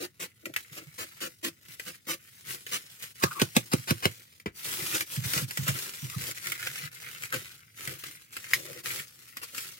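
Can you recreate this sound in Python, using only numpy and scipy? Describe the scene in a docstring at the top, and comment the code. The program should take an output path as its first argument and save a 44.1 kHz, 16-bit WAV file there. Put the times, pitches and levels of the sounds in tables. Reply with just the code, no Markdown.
"""Stretch wrap is taken off a metal frame on a workshop bench. Short tugs first rip it in dense trains of
clicks; a knife then punctures the taut film six times, each a noise pop over a sinking membrane boom,
and is put down with a clack. Next the film is mostly peeled and crumpled, in hiss and crackle, thudding
like a slack drum, and late on one knock rings the frame as damped sines. Random paths scatter it all
off the bench and the walls of a small room."""
import sys
import numpy as np
from scipy import signal
from scipy.fft import rfft, irfft, next_fast_len
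from scipy.io import wavfile
from scipy.ndimage import map_coordinates

SR = 44100
rng = np.random.default_rng(int(sys.argv[2]) if len(sys.argv) > 2 else 0)


def store_wav(level_fs):
    """Save 16-bit WAV to argv[1]."""
    pcm = np.round(np.clip(np.atleast_2d(level_fs), -1, 1) * 32767)
    wavfile.write(sys.argv[1], SR, pcm.T.astype(np.int16))


N = 431738

# All levels are relative settings within their own layer.
# Background and room tone spectrum: frequency_hz, level_db
AIR_SPECTRUM = [(30, -20.5), (110, 8), (300, -9), (900, -28), (15000, -48)]
# Reverberation of the small room: frequency_hz, t60_s
ROOM_DECAY = [(150, 0.23), (500, 0.13)]

# Spectrum of the knife handle on the bench: frequency_hz, level_db
KNIFE_SPECTRUM = [(400, 2), (750, -11.5), (2300, -1), (3500, -16.5), (15000, -30.5)]
KNIFE_S, KNIFE_DB = 4.4585, -24.5  # the knife is put down
# Ringing modes of the frame: frequency_hz, level_db, t60_s
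FRAME_MODES = [(1910, -9, 0.066), (2070, 11, 0.012), (2230, -9, 0.067)]
KNOCK_S, KNOCK_DB = 8.5345, -17

# Soft thuds as the stretched sheet lets go: start_s, level_db
THUDS = [(0.715, -43), (0.866, -40), (1.685, -45), (3.767, -32.5), (4.821, -30.5), (5.173, -22),
         (5.248, -24.5), (5.362, -24.5), (5.421, -24.5), (5.587, -21), (5.684, -19), (6.026, -24),
         (6.162, -21.5), (6.831, -32.5), (7.358, -34), (7.874, -33)]
# Film squeaking under the blade or the fingers: start_s, length_s, pitch_hz, level_db
SQUEAKS = [(3.2, 0.098, 1190, -33), (3.306, 0.022, 1373, -31.5), (3.346, 0.064, 1160, -35.5),
           (6.114, 0.042, 1240, -39.5), (7.317, 0.033, 1487, -29.5)]
# Single creases snapping over: start_s, level_db
SNAPS = [(0.455, -27.5), (0.5377, -31.5), (0.562, -20.5), (1.446, -24.5), (1.796, -26.5), (2.665, -29),
         (3.397, -22.5), (4.3984, -40.5), (5.007, -17.5), (5.3345, -18), (5.3754, -19), (5.508, -24),
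         (5.572, -17.5), (5.68, -16.5), (5.7872, -24.5), (6.308, -37), (6.469, -21.5), (6.519, -21),
         (6.626, -27), (6.6697, -23), (6.757, -32), (7.2342, -30), (7.324, -26), (7.34, -24), (7.874, -24),
         (8.037, -26.5), (8.366, -26), (8.4418, -36.5), (8.858, -24), (9.369, -27), (9.547, -27.5),
         (9.5797, -23)]
# Knife punctures: start_s, pop_db, drum_db, scrape_s (length of scrape before the pop), scrape_db
STABS = [(3.236, -15.5, -19, 0.013, -21.5), (3.416, -18.5, -15, 0.025, -31.5),
         (3.5649, -13.5, -14.5, 0.016, -28.5), (3.734, -21.5, -16.5, 0.019, -25),
         (3.907, -21, -17.5, 0.034, -26.5), (4.054, -18, -15.5, 0.031, -27)]
HUM_DB, HUM_T60 = -25.5, 0.33  # the sheet's hum after a boom; decay in s
# Tears: start_s, end_s, level_db, flutter_db (freed edge, re the tear)
RIPS = [(0, 0.057, -37.5, -7.5), (0.198, 0.256, -38, -10), (0.764, 0.791, -41, -13.5),
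        (0.982, 1.043, -38, -7.5), (1.206, 1.272, -36, -8.5), (1.43, 1.484, -35, -7),
        (1.863, 1.905, -39, -12), (2.07, 2.143, -34.5, -11), (2.717, 2.77, -31, -20),
        (4.934, 4.965, -24.5, -16.5), (5.33, 5.395, -33, -13.5), (5.663, 5.71, -32.5, -10.5),
        (7.331, 7.368, -36.5, -4), (9.418, 9.445, -38.5, -39)]

# Light fingering between the tugs: time_s, pull_db
FINGERING = [(0.0, -70), (0.35, -67.5), (0.6, -59), (1.25, -54), (1.4, -66.5), (1.75, -58), (2.03, -65.5),
             (2.35, -55.5), (4.1, -49.5), (4.52, -70), (4.57, -44), (6.1, -43), (6.9, -51), (7.5, -51),
             (7.68, -63.5), (8.07, -45.5), (8.27, -63.5), (9.79, -49.5)]
# Tugs and handfuls that unstick the film: start_s, length_s, pull_db
TUGS = [(0.568, 0.051, -50), (0.724, 0.059, -49), (1.682, 0.057, -50.5), (1.806, 0.14, -51),
        (2.479, 0.071, -38.5), (2.682, 0.092, -44), (3.025, 0.025, -40), (3.198, 0.27, -46.5),
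        (3.73, 0.076, -47.5), (4.65, 0.37, -34.5), (5.118, 0.036, -37), (5.245, 0.175, -33.5),
        (5.57, 0.21, -42.5), (5.744, 0.12, -39), (6.21, 0.13, -37), (6.44, 0.073, -40.5),
        (6.606, 0.26, -43), (7.015, 0.17, -50.5), (7.214, 0.036, -43.5), (7.339, 0.068, -43.5),
        (7.79, 0.14, -43), (8.33, 0.66, -47.5), (8.513, 0.079, -40), (8.843, 0.16, -37),
        (9.54, 0.14, -41.5)]
# The loose sheet is shaken and flaps: start_s, length_s, flutter_db
FLAPS = [(0.462, 0.0071, -41), (0.718, 0.12, -58), (7.865, 0.037, -46.5), (8.54, 0.22, -47.5),
         (8.945, 0.028, -45.5)]
ARCH_DB = 1.5  # a stroke is this much weaker at its ends than in its middle
GRIP_DB_PER_S, RELEASE_DB_PER_S = 554, 356  # how fast a stroke takes hold and lets go
# Instants when slack film almost stops crackling: time_s
SLACKS = [3.136, 4.44, 5.052, 5.462, 6.336, 6.9, 8.821]
SLACK_S, SLACK_DB = 0.012, -20  # Gaussian half length and depth of such a lull
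# How much the film is bunched up: time_s, level_db (coarse crackle re pull)
BUNCHING = [(0.0, -3.5), (3.3, -6), (4.7, -10), (5.8, -11.5), (6.6, 0), (7.9, -2.5), (8.71, -4),
            (9.79, -11.5)]
FLUTTER_DB = -19  # flutter that goes with any pull, re the pull
PEEL_DB = -36.5  # pull at which crackling and even peel share equally

# Spectra of the film's sounds, each: frequency_hz, level_db
# sharp crack of a crease or tear
CRACK = [(150, -16), (500, -7), (720, -14.5), (1000, -10), (1250, -2.5), (2900, -0.5), (3400, -5),
         (4700, -4.5), (15500, -9.5)]
# puncture of taut film
POP = [(740, -7.5), (1000, -1.5), (2700, 0), (15500, -12)]
# fine unsticking
SIZZLE = [(300, -28), (900, -10), (3300, 2), (15500, -0.5)]
# even peeling
PEEL = [(550, -3), (730, -8.5), (900, -1.5), (15500, 2)]
# coarse folds
CRUMPLE = [(900, -34), (1350, -4.5), (1650, -6.5), (2050, 0), (2750, -7.5), (3400, -15.5), (7000, -34.5)]
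# flapping sheet or edge
FLUTTER = [(50, -25.5), (150, -2.5), (250, -7), (340, 3), (420, -4.5), (510, 1), (720, -15), (1500, -51)]
# low movement of the whole sheet
SWAY = [(45, -35), (100, 0), (135, 3), (190, -7), (500, -32.5)]
TOP_HZ = 16050  # upper band limit of the output


def amp(db):
    """Level to amplitude: 20 dB is a factor of ten."""
    return 10 ** (np.asarray(db) / 20)


def unit(x):
    """Normalisation of power: x at rms 1."""
    return x / np.sqrt(np.mean(x ** 2) + 1e-20)


def along(points, hz):
    """Interpolation of a frequency curve on a logarithmic axis."""
    f, v = np.transpose(points)
    return np.interp(np.log(hz + 1), np.log(f), v)


def gains(rows):
    """Envelopes linear in decibels: one gain per sample for each dB column, -120 dB outside the rows."""
    s, *cols = np.transpose(rows)
    t = np.arange(N) / SR
    return [amp(np.interp(t, s, c, -120, -120)) for c in cols]


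def wobble(rate):
    """Slow random modulation: random knots, rate per second, joined by straight lines at rms 1."""
    knots = rng.standard_normal(int(N * rate / SR) + 4)
    return unit(map_coordinates(knots, [np.arange(N) * rate / SR], order=1))


def add(track, s, sound):
    """Superposition: mix a sound into a track from time s."""
    part = track[..., round(s * SR):][..., :sound.shape[-1]]
    part += sound[..., :part.shape[-1]]


def colour(x, spectrum, size=4096):
    """Minimum-phase filtering: a causal kernel of unit energy with the given spectrum."""
    hz = np.fft.rfftfreq(size, 1 / SR)
    cepstrum = irfft(np.log(amp(along(spectrum, hz))))
    # folding the cepstrum onto positive times makes the kernel causal
    cepstrum[1:size // 2] *= 2
    cepstrum[size // 2 + 1:] = 0
    kernel = irfft(np.exp(rfft(cepstrum)))
    return signal.oaconvolve(x, kernel / np.linalg.norm(kernel))[:N]


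def creases(rate, spread_db, clump_db, clump_rate):
    """Crackling noise: random clicks, rate per second, of uneven size with clumped levels, rms 1."""
    fires = rng.random(N) < rate / SR
    spread = spread_db * np.clip(rng.standard_normal(N), -2, 2)
    size_db = spread + clump_db * wobble(clump_rate)
    sign = np.sign(rng.standard_normal(N))
    return unit(fires * sign * amp(size_db))


def burst(t60, rise=0.00038):
    """Impulsive noise: a fast exponential rise (s) and decay (t60 in s), cut at 0.1 s."""
    t = np.arange(SR // 10) / SR
    return rng.standard_normal(len(t)) * amp(-60 * t / t60) * (1 - np.exp(-t / rise))


def drum(rest_hz, tight_hz, relax, swell, second_db):
    """Membrane modes: two pitches sink, differently each time, as tension relaxes; the lower hums on."""
    t = np.arange(SR // 5) / SR
    tension = np.exp(-t / relax + 0.12 * rng.standard_normal())
    hz = rest_hz + (tight_hz - rest_hz) * tension
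    phase = 2 * np.pi * np.cumsum(hz) / SR
    first = np.sin(phase)
    second = amp(second_db) * np.sin(1.59 * phase + 2 * np.pi * rng.random())
    boom = (first + second) * t / swell * np.exp(1 - t / swell)
    hum = amp(HUM_DB - 60 * t / HUM_T60) * first
    return boom + hum


def strokes(rows):
    """Envelope of hand force: each stroke takes hold, arches and lets go; overlaps add in power."""
    t = np.arange(N) / SR
    power = np.zeros(N)
    for start, length, db in rows:
        first = max(round(start * SR) - SR // 8, 0)
        near = slice(first, round((start + length) * SR) + SR // 4)
        age = t[near] - start
        arch = (2 * np.clip(age / length, 0, 1) - 1) ** 2
        grip = GRIP_DB_PER_S * np.maximum(-age, 0)
        release = RELEASE_DB_PER_S * np.maximum(age - length, 0)
        power[near] += amp(db - ARCH_DB * arch - grip - release) ** 2
    return np.sqrt(power)


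def stillness():
    """Loss of tension: the gain of the pull dips wherever the film goes slack."""
    t = np.arange(N) / SR
    lulls = sum(np.exp(-((t - s) / SLACK_S) ** 2) for s in SLACKS)
    return amp(SLACK_DB * lulls)


def air():
    """Ambient noise: low-weighted noise, partly shared and partly separate in the two channels."""
    shared, left, right = [colour(rng.standard_normal(N), AIR_SPECTRUM) for _ in range(3)]
    return amp(-69.0) * (shared + .5 * np.array([left, right]))


def paths(scatter_db, room_db, scatter_t60=0.055, mono_hz=600, lag=0.000426):
    """Impulse response at two microphones: direct sound, film and bench scatter, room tail; alike in bass."""
    hz, t, z = signal.stft(rng.standard_normal((2, SR // 5)), SR, nperseg=256)
    decay = amp(-60 * t / along(ROOM_DECAY, hz)[:, None])
    tail = signal.istft(z * decay, SR, nperseg=256)[1]
    t = np.arange(tail.shape[1]) / SR
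    scatter = rng.standard_normal(tail.shape) * amp(-60 * t / scatter_t60)
    h = (amp(scatter_db) * unit(scatter) + amp(room_db) * unit(tail)) / np.sqrt(len(t))
    h[[0, 1], rng.integers(0, 20, 2)] += 1  # direct sound, within 20 samples
    both = rfft(h / np.linalg.norm(h[0]))
    hz = np.fft.rfftfreq(len(t), 1 / SR)
    alike = 1 / (1 + (hz / mono_hz) ** 4)
    both[0] = alike * both[1] + np.sqrt(1 - alike ** 2) * both[0]
    both[1] *= np.exp(-2j * np.pi * hz * lag)  # the right microphone is reached lag seconds later
    return irfft(both) * np.cos(np.pi / 2 * t / t[-1]) ** 2  # the tail fades out fully


def workshop(x, scatter_db, room_db, count):
    """Time-varying propagation: as the film moves, about count sets of paths fade into one another."""
    out, size = np.zeros((2, N + 2 * SR)), N // count
    x = np.pad(x, (size, 2 * size))
    for i in range(0, N + size, size):
        piece = x[i:i + 2 * size] * np.hanning(2 * size) ** .75
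        add(out, i / SR, signal.fftconvolve(piece[None], paths(scatter_db, room_db), axes=1))
    return out[:, size:size + N]


def knife_down():
    """Damped impact: the knife's handle meets the bench with a short, dull clack."""
    clack = np.zeros(N)
    add(clack, KNIFE_S, amp(KNIFE_DB) * burst(t60=0.062))
    return colour(clack, KNIFE_SPECTRUM)


def knock():
    """Modal ringing: one hard contact excites decaying sines of the frame, damped by its wrapping."""
    t = np.arange(SR // 4) / SR
    ring, crack = np.zeros((2, N))
    contact = 1 - np.exp(-t / 0.00045)  # the wrapping softens the blow
    modes = sum(amp(db - 60 * t / t60) * np.sin(2 * np.pi * hz * t) for hz, db, t60 in FRAME_MODES)
    add(ring, KNOCK_S, amp(KNOCK_DB) * contact * modes)
    add(crack, KNOCK_S - .0012, amp(KNOCK_DB - 3.5) * burst(t60=0.088, rise=0.0012))
    return ring + colour(crack, SIZZLE)


def thuds():
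    """Slack membrane: weaker tension starts the boom lower and it dies more slowly, with a shudder."""
    booms, shudder = np.zeros((2, N))
    for s, db in THUDS:
        boom = drum(rest_hz=123.6, tight_hz=169, relax=0.011, swell=0.0092, second_db=-19.5)
        add(booms, s, amp(db - 6.5) * boom)
        add(shudder, s, amp(db - 14) * burst(t60=0.3))
    return booms + colour(shudder, SWAY)


def squeaks(jitter=0.082):
    """Stick-slip friction: the film squeaks as a sine of unsteady pitch that swells and fades."""
    out, waver = np.zeros(N), wobble(900)
    for s, length, hz, db in SQUEAKS:
        pitch = hz * (1 + jitter * waver[round(s * SR):round((s + length) * SR)])
        tone = np.sin(2 * np.pi * np.cumsum(pitch) / SR)
        add(out, s, amp(db) * tone * np.sqrt(np.hanning(len(pitch))))
    return out


def snaps(pull, bunch):
    """Buckling: a crease flips with a dry tick, coarser in bunched film; chance ones follow the pull."""
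    ticks = np.zeros(N)
    for s, db in SNAPS:
        add(ticks, s, amp(db) * burst(t60=0.027))
    chance = creases(rate=55, spread_db=3, clump_db=1, clump_rate=20)
    stray = amp(-1.5) * pull * np.sqrt(bunch) * chance
    return colour(ticks + stray, CRACK) + amp(-1.5) * colour(ticks * bunch, CRUMPLE)


def stabs():
    """Release of tension: the blade scrapes in, film pops, and the taut sheet slaps and booms as it slackens."""
    pops, slaps, booms = np.zeros((3, N))
    for s, pop_db, drum_db, lead, scrape_db in STABS:
        pressure = np.linspace(.3, 1, round(lead * SR))
        add(pops, s - lead, amp(scrape_db) * pressure * rng.standard_normal(len(pressure)))
        add(pops, s, amp(pop_db + 9.5) * burst(t60=0.018))
        add(slaps, s, amp(drum_db - 4.5) * burst(t60=0.056, rise=0.002))
        boom = drum(rest_hz=114.7, tight_hz=400.5, relax=0.0047, swell=0.004, second_db=-11.5)
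        add(booms, s + 0.0018, amp(drum_db - 1.5) * boom)
    return colour(pops, POP), booms + colour(slaps, FLUTTER) + colour(slaps, SWAY)


def rips(edge_db=-6, fade=0.0044, jerk_db=1.8):
    """Fracture in jerks: a tear swells and fades as a dense train of clicks while its freed edge flutters."""
    t = np.arange(N) / SR
    tear, edge = np.zeros((2, N))
    end_gain = amp(edge_db)
    for start, end, db, flutter_db in RIPS:
        times = [start - fade, start, (start + end) / 2, end, end + 2 * fade]
        run = np.interp(t, times, [0, end_gain, 1, end_gain, 0])
        tear += amp(db) * run
        edge += amp(db + flutter_db) * run
    tear *= amp(jerk_db * wobble(110))
    clicks = creases(rate=3500, spread_db=2.5, clump_db=1.0, clump_rate=250)
    tearing = colour(amp(4.0) * tear * clicks, CRACK)
    return tearing + colour(amp(3.0) * edge * rng.standard_normal(N), FLUTTER)


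def handling(pull, bunch):
    """Adhesive release: fine clicks merge into wide hiss under hard pull; bunched film crackles, flaps and sways."""
    merged = np.arctan(pull / amp(PEEL_DB))  # angle of a constant-power crossfade
    clicks = creases(rate=2400, spread_db=1, clump_db=2.5, clump_rate=150)
    sizzle = colour(amp(2.5) * pull * np.cos(merged) * clicks, SIZZLE)
    # independent noise in each channel makes the peel wide
    peel_gain = amp(-0.1) * pull * np.sin(merged)
    peel = np.array([colour(peel_gain * noise, PEEL) for noise in rng.standard_normal((2, N))])
    folds = creases(rate=380, spread_db=5, clump_db=3.2, clump_rate=70)
    crackle = colour(pull * bunch * folds, CRUMPLE)
    flap = np.hypot(amp(FLUTTER_DB) * pull, strokes(FLAPS))
    flutter = colour(flap * creases(rate=490, spread_db=5, clump_db=3, clump_rate=62), FLUTTER)
    sway = colour(amp(-12.5) * pull * bunch * rng.standard_normal(N), SWAY)
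    return sizzle, peel, crackle + flutter, sway


def scene():
    """Direct and scattered fields: crackle scatters widely, booms lean right, the knock is also heard direct."""
    (fingering,), (bunch,) = gains(FINGERING), gains(BUNCHING)
    pull = np.hypot(fingering, strokes(TUGS)) * stillness()
    sizzle, peel, crackle, sway = handling(pull, bunch)
    pops, booms = stabs()
    frame = knock()
    film = peel + workshop(sizzle, scatter_db=4.5, room_db=-7.0, count=120)
    film += workshop(crackle + rips() + squeaks(), scatter_db=2.5, room_db=-5.5, count=100)
    impacts = pops + snaps(pull, bunch) + knife_down() + frame
    hits = workshop(impacts, scatter_db=-2.5, room_db=-6.0, count=20)
    bass = workshop(booms + thuds() + sway, scatter_db=-10.0, room_db=-14.0, count=10)
    # left and right levels in dB
    film = film * amp([[.5], [-.5]])
    bass = bass * amp([[-2.8], [1.8]])
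    return film + hits + frame + bass + air()


def record(dry):
    """Band limiting: a high-pass cuts the deepest bass and a sharp low-pass keeps nothing above TOP_HZ."""
    highpass = signal.butter(3, 58, "highpass", fs=SR, output="sos")
    dry = signal.sosfilt(highpass, dry)
    m = next_fast_len(N + SR // 2)
    passband = np.fft.rfftfreq(m, 1 / SR) < TOP_HZ
    return irfft(rfft(dry, m) * passband, m)[:, :N]


dry = scene()
out = record(dry)
store_wav(out)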